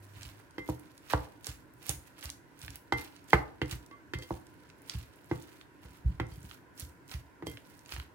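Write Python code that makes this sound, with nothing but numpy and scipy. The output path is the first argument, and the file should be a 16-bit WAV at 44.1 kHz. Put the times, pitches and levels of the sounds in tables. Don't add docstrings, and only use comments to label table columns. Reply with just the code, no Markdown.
import sys
import numpy as np
from scipy import signal
from scipy.fft import rfft, irfft
from scipy.io import wavfile
from scipy.ndimage import uniform_filter1d

SR = 44100
rng = np.random.default_rng(int(sys.argv[2]) if len(sys.argv) > 2 else 0)


def volts_from_db(level):
    exponent = np.asarray(level, float) / 20
    return 10 ** exponent


def store_pcm(level_fs):
    pcm = np.round(np.clip(level_fs, -1, 1) * 32767).astype(np.int16)
    wavfile.write(sys.argv[1], SR, np.atleast_2d(pcm).T)


N = 358974
RING_T = np.arange(SR // 3) / SR


def evened(x):
    return x / np.sqrt(np.mean(x ** 2) + 1e-20)


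def smoothed(x, first, second):
    return uniform_filter1d(uniform_filter1d(x, size=first), size=second)


def read(points, hz):
    f, value = np.transpose(points)
    return np.interp(np.log(hz + 1), np.log(f + 1), value)


def add(mix, s, sound, peak_db, pan_db):
    part = mix[:, round(s * SR):][:, :sound.shape[1]]
    sides_db = peak_db + np.array([[.5], [-.5]]) * pan_db
    scaled = sound / abs(sound.mean(0)).max() * volts_from_db(sides_db)
    part += scaled[:, :part.shape[1]]


def ring(modes, weight_db, rise, detune=1):
    hz, db, t60, lead = np.transpose(modes)[:, :, None]
    size = volts_from_db(db + weight_db(hz) - 60 * RING_T / t60)
    turn = 2 * np.pi * hz * detune * (RING_T - rise)
    sound = [(size * np.sin(turn + side * lead)).sum(0) for side in (-.5, .5)]
    return np.array(sound) * (1 - np.exp(-(RING_T / rise) ** 2))


def burst(centre_hz, octaves, decay, noise):
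    hz = np.fft.rfftfreq(noise.shape[1], 1 / SR)
    shared = noise[1:] + 1.12 * noise[0]
    bell = np.exp(-.5 * (np.log2((hz + 1) / centre_hz) / octaves) ** 2)
    return irfft(rfft(shared) * bell) * np.exp(-np.arange(noise.shape[1]) / SR / decay)


# (time [s], peak level [dB], board boom re peak [dB], plate ring re peak [dB],
# best-woken plate pitch [Hz], clack centre above 1 kHz [octaves])
KNOCKS = [(.398, -47, -10, -20, 1100, .67), (.581, -32, 2.5, -7, 2150, 1.02),
          (.688, -28.5, 3.5, -28, 2080, -.16), (1.1345, -12.5, -10.5, -20, 1130, .22),
          (1.468, -44, 0, -25, 1130, .1), (1.893, -36, -2, -25, 1130, -.2),
          (2.9224, -15, -8, -12, 2300, .55), (3.331, -2.5, -13, -30, 1780, .71),
          (3.6155, -20, -3, -16, 2870, 1.12), (3.911, -45.5, -3, -1, 1130, 1.1),
          (4.135, -24, -7, -10, 2430, 1.4), (4.187, -48, 6, -3, 4500, .49), (4.222, -38, -8, -5, 3700, 2.2),
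          (4.306, -25.5, -2.5, -40.5, 1074, -.26), (5.312, -25.5, 3, -18, 1280, .52),
          (5.85, -51, -1.5, -17.5, 1067, .62), (6.198, -21.5, -5, -22, 1800, .69),
          (6.316, -52, -7, -1.5, 4600, .4), (7.423, -36, 1.5, -23, 2080, .5),
          (7.467, -34, 2.5, -5, 3500, -.3)]
# (frequency [Hz], relative level [dB], time to fall 60 dB [s], phase by which left lags [rad])
PLATE = [(445, -6, .15, .3), (1134, -2, .35, .6), (2073, 0, .4, 0), (2122, -8, .2, .4), (3210, 0, .13, -.6),
         (4520, -5, .09, 1), (4690, -12, .15, 1.3), (5835, -8, .12, .6), (7770, -11, .06, -.9),
         (9900, -11, .05, .7)]
WOOD = [(638, -4, .028, 1), (796, 0, .028, .8), (905, 0, .022, -1), (990, -3, .02, .5),
        (1240, -10, .015, -.12), (1530, 0, .014, -.35), (1760, -6, .012, .89), (2000, -1, .02, -.37),
        (2658, 0, .014, .51), (3050, -3, .01, -.5), (3615, -2, .01, -1)]
BOARD = [(58.3, -5, 0.25, -0.22), (66.8, -5.5, 0.24, .03), (78, 1.5, 0.24, 0.13), (100, -3.5, 0.19, .1),
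         (121, 3.5, 0.21, 0.23), (155.6, -6, 0.24, 0.36), (181, 3.5, 0.11, .2), (297.6, -4.5, 0.2, 0.47),
         (334, 6.5, 0.075, .4), (424, -3, 0.11, 0.47), (496, -3.5, 0.15, 1)]
CRACK_DB, CRACK_HZ, CRACK_S = -6, 2900, .0015


def knocks():
    out = np.zeros((2, N))
    grip = rng.standard_normal((len(KNOCKS), 2, len(WOOD), 1))
    rattles = rng.standard_normal((len(KNOCKS), 3, 8192))
    for knock, (spot, shift), noise, (waver_db, slip) in zip(KNOCKS, grip, rattles, rocking(len(KNOCKS))):
        s, db, boom_db, ring_db, best_hz, octave = knock

        def clack_db(hz):
            steepness = np.where(hz > 1000 * 2 ** octave, 18, 6)
            return 2.5 * spot - steepness * (np.log2(hz / 1000) - octave) ** 2

        def plate_db(hz):
            return .7 * waver_db[:len(PLATE)] - 13 * abs(np.log2(hz / best_hz))

        def boom_weight_db(hz):
            return waver_db - 30 * (hz < 230)

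        add(out, s, ring(WOOD, clack_db, .0014, 1 + .03 * shift), db, -3.5)
        rattle = burst(800 * 2 ** octave, 0.68, 0.01, noise)
        add(out, s + 0.002092, rattle, db - 10, -2.5)

        crack_db = CRACK_DB + .55 * ring_db + 12 * min(octave - .5, 0)
        crack = burst(CRACK_HZ * 2 ** (.4 * octave), .45, CRACK_S, noise[:, ::-1])
        add(out, s + .0008, crack, db + crack_db, -3)

        free = np.clip(volts_from_db(.5 * (ring_db + 8)), .25, 1)
        plate = ring(PLATE * np.array([1, 1, free, 1]), plate_db, .0015)
        plate *= volts_from_db(-260 * np.maximum(RING_T - .09, 0))
        add(out, s, plate, db + ring_db, -2.5)
        add(out, s, ring(BOARD, boom_weight_db, 0.0028, slip), db + boom_db, -1.5)
    return out


WAVER_DB, WAVER_S, SLIP = 3, .02, .03


def rocking(count):
    noise = rng.standard_normal((count, len(BOARD), len(RING_T) // 64 + 1))
    size = round(WAVER_S * SR / 64)
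    swell = evened(smoothed(noise, size, size))
    smooth = uniform_filter1d(np.repeat(swell, 64, axis=2), size=128)[:, :, :len(RING_T)]
    return zip(WAVER_DB * smooth, 1 + SLIP * noise[:, :, :1])


# (frequency [Hz], level [dB per Hz])
CRACKLE = [(350, -43), (600, -27), (957, -4), (2200, 1), (3800, 0), (7730, -18), (11200, -3), (14000, 0),
           (16000, -8)]


def crackle(count=36):
    out, (squelch, level) = np.zeros((2, 2, N)), stirring()
    size = volts_from_db(3 * np.minimum(rng.exponential(1, N), 5))
    size *= rng.random(N) < 3500 / SR
    size *= volts_from_db(2.8 * evened(smoothed(rng.standard_normal(N), 500, 400)))
    kind = rng.integers(0, count, N)
    for k, hz in enumerate(np.geomspace(900, 15000, count)):
        pop = evened(burst(hz, 0.566, 0.00027 + 0.94 / hz, rng.standard_normal((3, 256))))
        gain = volts_from_db(read(CRACKLE, hz)) * np.sqrt(hz)
        pops = signal.oaconvolve((size * (kind == k))[None], pop, axes=1)[:, :N]
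        out[int(k >= count // 2)] += gain * pops
    low, high = out / out[1].std()
    return (low * squelch + high * level) * volts_from_db(np.array([[-1], [5]]))


# (peak time [s], crackle level [dB],
# time to rise 20 dB [s], time to fall 20 dB [s], squelch of the lower band re crackle [dB])
STROKES = [(.065, -63, .09, .1, -6), (.225, -55.5, .14, .17, 3), (.4, -69, .1, .1, 1.5),
           (.69, -58, .09, .09, -2.5), (.9, -73, .6, .6, 4), (1.13, -48, .07, .025, 5),
           (1.2, -64, .1, .2, 3), (1.474, -47, .04, .085, .4), (1.899, -43, .08, .056, -4),
           (2.08, -69, .1, .09, 2.5), (2.25, -51, .08, .05, 5), (2.6, -61, .03, .1, .4),
           (2.645, -58, .08, .04, 3), (2.76, -64, .3, .025, 4), (2.985, -53, .03, .13, 3),
           (3.17, -70, .4, .12, 6), (3.3, -58, .03, .03, 1.5), (3.333, -50, .02, .04, 1.5),
           (3.725, -50, .06, .045, 1.5), (4.226, -52, .012, .035, -2.5), (4.31, -62, .15, .18, -1.5),
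           (4.65, -75, .8, .5, 3), (4.915, -53.5, .07, .165, 2.5), (5.33, -61, .015, .2, .4),
           (5.6, -67, .9, .05, 2.5), (5.839, -63, .03, .15, 1.5), (5.95, -66, .2, .09, 2.5),
           (6.07, -68, .03, .17, 6), (6.3, -61.5, .035, .2, .4), (6.44, -63, .04, .1, -1.5),
           (6.52, -63, .15, .08, .4), (6.798, -49.5, .04, .075, -7), (7.125, -50, .045, .065, 2.5),
           (7.47, -57, .015, .13, .4), (7.7, -65, .14, .14, -2.5), (7.83, -73, .3, .1, -2.5),
           (7.93, -51, .07, .11, 4)]
ROUND = 1.15
SETTLE_DB, SETTLE_S = -21, .25
JOLT_DB, JOLT_RING, JOLT_FALL_S, JOLT_SQUELCH_DB = -29, .45, .022, 9
JOLT_DULL_DB = 22


def stirring():
    jolts = []
    for s, db, _, ring_db, _, octave in KNOCKS:
        jolt_db = db + JOLT_RING * ring_db + JOLT_DB + JOLT_DULL_DB * min(octave - .5, 0)
        jolts.append((s + .004, jolt_db, .004, JOLT_FALL_S, JOLT_SQUELCH_DB))
    t, power = np.arange(0, N + 64, 64) / SR, 0
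    for s, db, rise, fall, squelch_db in STROKES + jolts:
        late = t - s
        swell = volts_from_db(db - 20 * np.where(late < 0, -late / rise, late / fall) ** ROUND)
        settle = (late > 0) * volts_from_db(db + SETTLE_DB - 20 * abs(late) / SETTLE_S)
        power = power + (swell ** 2 + settle ** 2) * volts_from_db(np.array([[2 * squelch_db], [0]]))
    return [np.interp(np.arange(N) / SR, t, np.sqrt(band)) for band in power]


# (time [s], peak level [dB], centre above 1 kHz [octaves])
SNAPS = [(0.2104, -39, 1.9), (0.2315, -37, 2.04), (0.5087, -50, 2.5), (0.7958, -44, 3.4),
         (0.9784, -45, 2.4), (1.1007, -38, 1.6), (1.132, -32, 1.8), (1.4446, -32, 2.1),
         (1.4681, -24.5, 2.74), (1.7374, -44.5, 3.8), (1.8932, -16, 2.7), (2.191, -40, 3.2),
         (2.21, -41, 2.5), (2.227, -36, 1.6), (2.2563, -30, 2.4), (2.293, -38, 1), (2.3013, -26, 2.6),
         (2.5913, -45, 3.3), (2.6163, -38, 2.2), (2.6805, -33, 0.73), (2.7047, -35, 2.5),
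         (2.7571, -31, 3.9), (3.0435, -37, 3.9), (3.047, -40, 2.2), (3.306, -38, 1.7), (3.1643, -41, 2.2),
         (3.6584, -42.5, 2), (3.7118, -27, 2.08), (3.8626, -45, 2.7), (4.187, -39, 2.6), (4.468, -47, 2.3),
         (4.7006, -44, 1.35), (4.819, -45.5, 3.5), (4.8763, -44, 3.9), (4.897, -23.5, 1.72),
         (5.4236, -41, 3), (5.6125, -39.5, 1.3), (6.43, -45, 3.3), (6.5124, -36.5, 0.94), (6.777, -41, 2.4),
         (6.797, -29, 2.95), (7.0793, -46, 2.8), (7.095, -42, 1.7), (7.1146, -34, 1.53), (7.14, -35, 1.4),
         (7.4693, -30, 2.2), (7.5723, -33.5, 0.9), (7.792, -44, 2.7), (7.8601, -40, 2.04),
         (7.892, -39, 1.9), (7.922, -25, 1.2), (7.943, -35, 2.6), (7.964, -35, 0.6), (7.9988, -33, 0.9)]
FAINT_DB, FAINT_SPREAD_DB, FAINT_OCTAVE = -49, 2.5, 2.8


def snaps(count=6):
    out = np.zeros((2, N))
    when, size, pitch = rng.random((count, 3)).T
    faint_db = FAINT_DB + FAINT_SPREAD_DB * (2 * size - 1)
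    faint = np.transpose([when * (N - 1) / SR, faint_db, FAINT_OCTAVE + pitch - .5])
    rows = SNAPS + faint.tolist()
    for (s, db, octave), noise in zip(rows, rng.standard_normal((len(rows), 3, 512))):
        add(out, s, burst(1000 * 2 ** octave, .8, .0015, noise), db, -5.5)
    return out


# (time [s], peak level [dB], centre [Hz], deepest mode re peak, before a common 1.5 dB cut [dB])
THUDS = [(0.155, -44, 99.6, -31), (0.242, -41, 94, -6), (0.58, -43.5, 164, -6), (0.687, -28, 124, -22),
         (1.133, -22.5, 112, -7), (1.476, -36.5, 80, -4.5), (1.885, -31, 105, -11), (1.945, -42, 95, -6),
         (2.241, -38, 71, -8.5), (2.623, -41, 78, -5), (2.68, -42, 119, -1.5), (2.922, -32.5, 111, -9),
         (3.329, -18, 183, -5), (3.615, -26.5, 123, -24), (3.714, -31.5, 126, -7), (4.142, -30, 119, -13),
         (4.302, -30.5, 118, -12), (4.939, -29.5, 77, -7.5), (5.31, -26.5, 175, -21), (5.84, -44, 118, -3),
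         (6.045, -21, 70, 2), (6.089, -27, 91.5, -8), (6.198, -27, 118, -17), (6.307, -40.5, 124, -0.5),
         (6.367, -39, 123, -20), (6.432, -40, 137, -9.5), (6.813, -35.5, 67.3, -9.5),
         (7.135, -31, 86, -6.5), (7.424, -39.5, 183, -21), (7.468, -36.5, 146, -16),
         (7.922, -43.5, 75.4, 5), (7.969, -35, 68, -8)]


def thuds():
    out = np.zeros((2, N))
    for (s, db, centre_hz, deep_db), (waver_db, slip) in zip(THUDS, rocking(len(THUDS))):
        def near_centre_db(hz):
            return waver_db[1:] - 7.5 * np.log2(hz / centre_hz) ** 2

        def deepest_db(hz):
            return .5 * waver_db[:1]

        add(out, s, ring(BOARD[1:], near_centre_db, 0.014, slip[1:]), db, -1.5)
        add(out, s, ring(BOARD[:1], deepest_db, 0.009, slip[:1]), db + deep_db - 1.5, -.6)
    return out


# (time [s], frequency [Hz], rms level [dB])
HUM = [(0.0, 100.1, -55), (0.33, 100, -56.5), (0.42, 108, -61)]


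def hum():
    times = np.transpose(HUM)[0]
    s, hz, db = (np.interp(np.arange(N) / SR, times, column) for column in np.transpose(HUM))
    tone = np.sin(2 * np.pi * np.cumsum(hz) / SR)
    return np.sqrt(2) * volts_from_db(db) * tone * (np.arange(N) < s[-1] * SR)


# (frequency [Hz], time to fall 60 dB [s])
KITCHEN = [(100, 0.91), (400, 0.47), (1100, 0.37), (3000, 0.23), (8000, 0.29)]


def kitchen(x, count=3):
    out, turn = np.zeros((2, N)), np.arange(N) / SR * 1.7
    for k in range(count):
        taps = np.zeros((2, SR // 2))
        at = np.arange(180, SR // 2 - 20, 20) + rng.integers(0, 20, (2, (SR // 2 - 181) // 20))
        np.put_along_axis(taps, at, rng.choice([-1., 1.], at.shape), 1)
        hz, t, z = signal.stft(taps, SR, nperseg=256)
        fade = volts_from_db(-60 * t / read(KITCHEN, hz)[:, None])
        tail = signal.istft(z * fade, SR, nperseg=256)[1]
        share = np.sqrt(2 / count) * np.cos(np.pi * (turn + k / count))
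        out += signal.oaconvolve((x * share)[None], tail / np.linalg.norm(tail[0]), axes=1)[:, :N]
    return out


# (frequency [Hz], level [dB per Hz])
RUSH = [(18, -50), (30, -16), (106, -1), (245, -11), (280, 0), (426, -10.5), (721, -15.5), (1190, -21.5),
        (1460, -11.5), (3490, -31.5), (16000, -39)]
RUSH_DB = -58
# (frequency [Hz], width [Hz], boost [dB])
DRONES = [(304.4, 6, 0), (986, 78, 11)]
# (frequency [Hz], likeness [0 to 1])
SAME = [(60, 0.42), (300, 0.7), (700, 0.3), (1500, 0.05), (8000, 0.033)]


def rush():
    frames, hz = N // 512 + 5, np.fft.rfftfreq(2048, 1 / SR)
    a, b, c, d, patches = rng.standard_normal((frames, 1025, 5)).T
    patches = evened(uniform_filter1d(uniform_filter1d(patches, 14, 0), 10, 1))
    drones_db = sum(db * np.exp(-.5 * ((hz - f) / width) ** 2) for f, width, db in DRONES)
    same, left = read(SAME, hz)[:, None], a + 1j * b
    right = same * left + np.sqrt(1 - same ** 2) * (c + 1j * d)
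    z = np.array([left, right]) * volts_from_db((read(RUSH, hz) + drones_db)[:, None] + 1.1 * patches)
    air = evened(signal.istft(z, nperseg=2048, noverlap=1536)[1][:, :N])
    return volts_from_db(RUSH_DB + np.array([[-.8], [.8]])) * air


def scene():
    blows = knocks()
    food = snaps() + crackle()
    near = blows + food + thuds()
    near[0] = np.roll(near[0], 5)
    sent = volts_from_db(-11.5) * blows[1] + volts_from_db(-9.5) * food[1]
    return near + hum() + kitchen(sent) + rush()


def band_limit(x):
    return signal.sosfilt(signal.butter(12, 16650, fs=SR, output="sos"), x)


def record(dry):
    heard = signal.sosfilt(signal.butter(4, 45, "high", fs=SR, output="sos"), dry)
    heard = signal.sosfilt(signal.butter(8, 15900, fs=SR, output="sos"), heard)
    return band_limit(heard)


dry = scene()
out = record(dry)
store_pcm(out)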